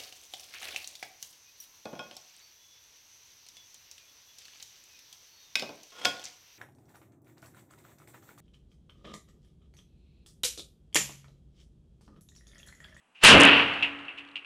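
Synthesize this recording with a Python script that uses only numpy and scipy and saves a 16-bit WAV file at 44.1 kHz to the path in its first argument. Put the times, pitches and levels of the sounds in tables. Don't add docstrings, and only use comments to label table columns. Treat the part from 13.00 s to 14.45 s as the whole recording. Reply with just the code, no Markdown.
import sys
import numpy as np
from scipy import signal
from scipy.fft import rfft, irfft, next_fast_len
from scipy.io import wavfile
from scipy.ndimage import uniform_filter1d

SR = 44100
rng = np.random.default_rng(int(sys.argv[2]) if len(sys.argv) > 2 else 0)


def dump_mix(stems):
    frames = np.atleast_2d(stems).T
    limited = np.clip(frames, -1, 1)
    pcm = np.round(limited * 32767).astype(np.int16)
    wavfile.write(sys.argv[1], SR, pcm)


N = 63945

# (time [s], level [dB], length [s])
CRACKS = [(0.2361, -27, .0025), (0.237, -20, 0.0024), (.2408, -16.5, 0.0013), (0.2471, -14.5, 0.0029),
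          (0.25, -23, .0014)]
SPLIT_S, BURST_S = CRACKS[0][0], 0.2529
CONTACT_RISE_S = 0.00075


def blast():
    # (frequency [Hz], level [dB])
    roar_spectrum = [(25, -11), (100, -11), (300, -14), (800, -4), (1500, -1.5), (2700, -1), (3800, -1.5),
                     (5500, -9), (10000, -21)]
    flare_db_per_s, hold_s, fall_db_per_s, push_hz = 1350.5, 0.031, 331, 31.96
    t = clock() - BURST_S
    level_db = 2 + flare_db_per_s * np.minimum(t, 0) - fall_db_per_s * np.maximum(t - hold_s, 0)
    push = struck(SPLIT_S, rise=.002, t60=.25) * np.sin(2 * np.pi * push_hz * (clock() - SPLIT_S))
    return amp(level_db) * noise(roar_spectrum) + amp(-23) * push


def bottle_cracks():
    # (frequency [Hz], level [dB])
    crack_spectrum = [(500, -11), (2800, -0.5), (5000, -6), (10000, 0.5), (12000, -15.5), (14500, -19),
                      (15800, -35.5)]
    t = clock()
    gate = sum(amp(db) * ((t > start) & (t < start + length)) for start, db, length in CRACKS)
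    return gate * noise(crack_spectrum)


def yard_echoes():
    # (frequency [Hz], level [dB])
    roll_spectrum = [(25, -4.5), (55, -2), (100, 2), (230, 10), (400, 7), (800, 5), (2000, 5.5),
                     (3000, 5.5), (4500, -8), (7000, -27), (11000, -30)]
    # (frequency [Hz], time from burst to peak [s])
    peak_times = [(30, 0.079), (200, 0.14), (500, 0.15), (2000, 0.2), (10000, 0.18)]
    # (frequency [Hz], t60 [s])
    decay_times = [(30, 0.25), (100, 0.93), (300, 0.73), (1000, 0.92), (2800, 0.82), (5000, 0.74),
                   (10000, 0.92)]
    # (time [s], gain [dB])
    waves = [(.33, 7.5), (.375, -0.5), (.43, -0.5), (.49, 1.5), (0.502, -1), (.54, 1), (.57, 0.5),
             (.6, 2.5), (0.636, 0.5), (.652, -2), (.8, 0.5)]
    # (frequency [Hz], level [dB])
    far_spectrum = [(30, -8.5), (100, -0.5), (180, -4.5), (330, 2), (600, -2.5), (1200, 3.5), (2800, 1.5),
                    (5000, -23), (10000, -31)]
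    build_db_per_s = 42
    hz, t, bands = signal.stft(noise(roll_spectrum), SR, nperseg=512)
    past_peak = t - BURST_S - along(peak_times, hz)[:, None]
    build = amp(build_db_per_s * np.minimum(past_peak, 0))
    decay = np.exp(-np.log(1000) * np.maximum(past_peak, 0) / along(decay_times, hz)[:, None])
    roll = signal.istft(bands * build * decay, SR, nperseg=512)[1][:N]
    roll *= struck(SPLIT_S, rise=0.0033, t60=np.inf) * fader(waves)
    far = struck(BURST_S, rise=.05, t60=2.16) * noise(far_spectrum)
    return amp(-13) * roll + amp(-27) * far


def wall_thump():
    # (frequency [Hz], level [dB])
    thump_spectrum = [(25, -4.5), (50, -3.5), (80, -1.5), (160, -5), (230, 8), (400, -1), (600, -0.5),
                      (1200, -15), (4000, -51)]
    return amp(-15) * bell_curve(centre=0.3604, sigma=0.02) * noise(thump_spectrum)


def low_ring():
    # (frequency [Hz], level [dB], t60 [s])
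    modes = [(99.1, -23.5, 0.96), (156, -29, 1.1), (223, -14.5, 0.46), (328, -53, 2.4), (454.3, -20.5, 1),
             (556, -27, 0.49), (692.4, -27, 1.2)]
    # (time [s], level [dB])
    drone_contour = [(0.28, -48), (0.366, -20.5), (0.472, -19.5), (0.49, -38), (0.514, -26), (0.666, -36),
                     (0.758, -51.5), (0.842, -44.5), (0.966, -44.5), (1.13, -61), (1.22, -53),
                     (1.414, -61.5), (1.45, -80)]
    ring_start_s, rise_s, drone_hz = 0.26, 0.012, 283.9
    tone = lambda hz: np.sin(2 * np.pi * (hz * clock() + rng.random()))
    onset = struck(drone_contour[0][0], rise_s, t60=np.inf)
    drone = np.sqrt(2) * amp(-2) * fader(drone_contour) * onset * tone(drone_hz)
    return drone + sum(amp(db) * struck(ring_start_s, rise_s, t60) * tone(hz) for hz, db, t60 in modes)


def plastic_scraps():
    # (time [s], level [dB], brightness [dB/octave], t60 [s], relative echo level [dB])
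    landings = [(.8252, -19, 0.5, .011, -11.5), (.8312, -19.5, -1.5, 0.013, -11),
                (0.843, -25, -13, 0.026, -12), (1.081, -41.5, -9, 0.12, -11.5),
                (1.108, -47.5, -14, 0.088, -17), (1.174, -47, 0.5, .1, -3), (1.182, -45, 4, 0.091, -20),
                (1.205, -41, -14, 0.033, -13.5), (1.3564, -32.5, 0, 0.012, -13),
                (1.3632, -38, -2, 0.013, -13), (1.3654, -35, 0, 0.029, -13), (1.376, -40, -3, 0.011, -21),
                (1.425, -49.5, -9.5, .02, -12), (1.4465, -39.5, -7, 0.015, -20)]
    # (frequency [Hz], level [dB])
    scuff_spectrum = [(100, -25), (600, -12), (1600, -14), (2300, 3), (2750, 8.5), (3100, -0.5),
                      (3600, -3.5), (6000, -22.5), (10000, -30)]
    # (frequency [Hz], level [dB], t60 [s])
    modes = [(2330, -5, .011), (2720, 0, .012), (3180, -7, .008)]
    hard_t60_s, detune = .012, 0.017
    out, t = np.zeros(N), clock()
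    for start, db, tilt_db, t60, echo_db in landings:
        clack = np.zeros(N)
        for hz, mode_db, mode_t60 in modes:
            pitch = hz * (1 + detune * rng.standard_normal())
            envelope = amp(mode_db) * struck(start, CONTACT_RISE_S, mode_t60)
            clack += envelope * np.sin(2 * np.pi * pitch * (t - start))
        echo = amp(echo_db) * struck(start, rise=0.0042, t60=0.2)
        scuff = (struck(start, CONTACT_RISE_S, t60) + echo) * noise(scuff_spectrum, tilt_db)
        hardness = amp(6) * hard_t60_s / t60
        out += amp(db) * (scuff + hardness * clack)
    return out


def overload_crackle():
    # (time [s], peak level [dB], pitch [Hz])
    spikes = [(0.3512, -15.5, 6390), (.36, -33, 8000), (.3775, -22, 7500), (0.3843, -21, 8000),
              (0.4025, -8, 8500), (0.409, -3.5, 6130), (0.4173, -9, 8300), (0.4352, -6.5, 7900),
              (0.4531, -8.5, 8600), (0.4746, -22.5, 6950)]
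    return sum(amp(db) * bell_curve(centre, sigma=.00007) * np.cos(2 * np.pi * hz * (clock() - centre))
               for centre, db, hz in spikes)


def splinters():
    # (time [s], level [dB], t60 [s])
    ticks = [(0.7343, -38.5, .06), (0.8271, -23, 0.0087), (.987, -50.5, 0.073), (1.0515, -53, 0.035),
             (1.25, -45.5, 0.0085), (1.275, -50, 0.017), (1.2877, -42.5, 0.011), (1.3134, -49, .018),
             (1.357, -35.5, .015)]
    # (frequency [Hz], level [dB])
    tick_spectrum = [(300, -30), (2000, -5), (3000, 8), (4200, 9), (5500, -8), (7000, -9), (10000, -19)]
    envelope = sum(amp(db) * struck(start, CONTACT_RISE_S, t60) for start, db, t60 in ticks)
    return envelope * noise(tick_spectrum)


def powder_fizz():
    # (frequency [Hz], level [dB])
    fizz_spectrum = [(200, -20.5), (1900, -6), (2600, 6), (4000, -9.5), (10000, -25)]
    burn = struck(start=.146, rise=.008, t60=0.88) * (clock() < BURST_S)
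    return amp(-56.5) * burn * noise(fizz_spectrum)


def background():
    # (frequency [Hz], level [dB])
    air_spectrum = [(25, -7), (100, -6.5), (200, 5), (450, -3), (1100, 2), (2000, -4), (3000, -7.5),
                    (4500, -14.5), (10000, -11.5)]
    whine_hz = 8000
    return amp(-70) * noise(air_spectrum) + amp(-85) * np.sin(2 * np.pi * whine_hz * clock())


def amp(db):
    return 10 ** (np.asarray(db) / 20)


def clock():
    return np.arange(N) / SR


def struck(start, rise, t60):
    t = np.maximum(clock() - start, 0)
    return (1 - np.exp(-t / rise)) * np.exp(-np.log(1000) * t / t60)


def bell_curve(centre, sigma):
    return np.exp(-.5 * ((clock() - centre) / sigma) ** 2)


def fader(points):
    return amp(np.interp(clock(), *np.transpose(points)))


def along(points, hz):
    freqs, values = np.transpose(points)
    return np.interp(np.log(hz + 1), np.log(freqs + 1), values)


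def filtered(x, response):
    size = next_fast_len(N + SR // 2)
    return irfft(rfft(x, size) * response(np.fft.rfftfreq(size, 1 / SR)), size)[:N]


def coloured(x, points):
    size = 2 * next_fast_len(N)
    gain = amp(along(points, np.fft.rfftfreq(size, 1 / SR)))
    cepstrum = irfft(np.log(gain), size)
    causal_fold = np.r_[1, np.full(size // 2 - 1, 2), 1, np.zeros(size // 2 - 1)]
    return irfft(rfft(x, size) * np.exp(rfft(cepstrum * causal_fold)), size)[:N]


def noise(spectrum, tilt_db=0):
    response = lambda hz: amp(along(spectrum, hz) + tilt_db * np.log2(np.maximum(hz, 2000) / 2000))
    x = filtered(rng.standard_normal(N), response)
    return x / x.std()


def scene():
    explosion = powder_fizz() + blast() + yard_echoes() + wall_thump() + low_ring()
    return (explosion + plastic_scraps() + splinters() + background())[None]


def record(dry):
    # (frequency [Hz], gain [dB])
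    mic_response = [(20, -4), (1800, 0.5), (2300, 1), (2750, 7), (3100, 3.5), (3600, -2), (5000, -4.5),
                    (11000, -5.5)]
    # (frequency [Hz], gain [dB])
    roll_off = [(20, 2), (10300, 0.5), (11500, -7), (12100, -21), (12600, -53.5), (16000, -61)]
    overload_db, knee = -1.5, 4.3
    ceiling_rms_db, window_s = -10, .012
    full_scale, top_hz = .8, 15800
    x = coloured(dry[0], mic_response)
    x = x / (1 + np.abs(x / amp(overload_db)) ** knee) ** (1 / knee)
    power = np.abs(uniform_filter1d(x * x, int(window_s * SR)))
    x = x / (1 + (power / amp(ceiling_rms_db) ** 2) ** 2) ** (1 / 4)
    x = np.clip(x + overload_crackle(), -full_scale, full_scale)
    x = coloured(x, roll_off) + bottle_cracks()
    return filtered(x, lambda hz: hz < top_hz)[None]


dry = scene()
out = record(dry)
dump_mix(out)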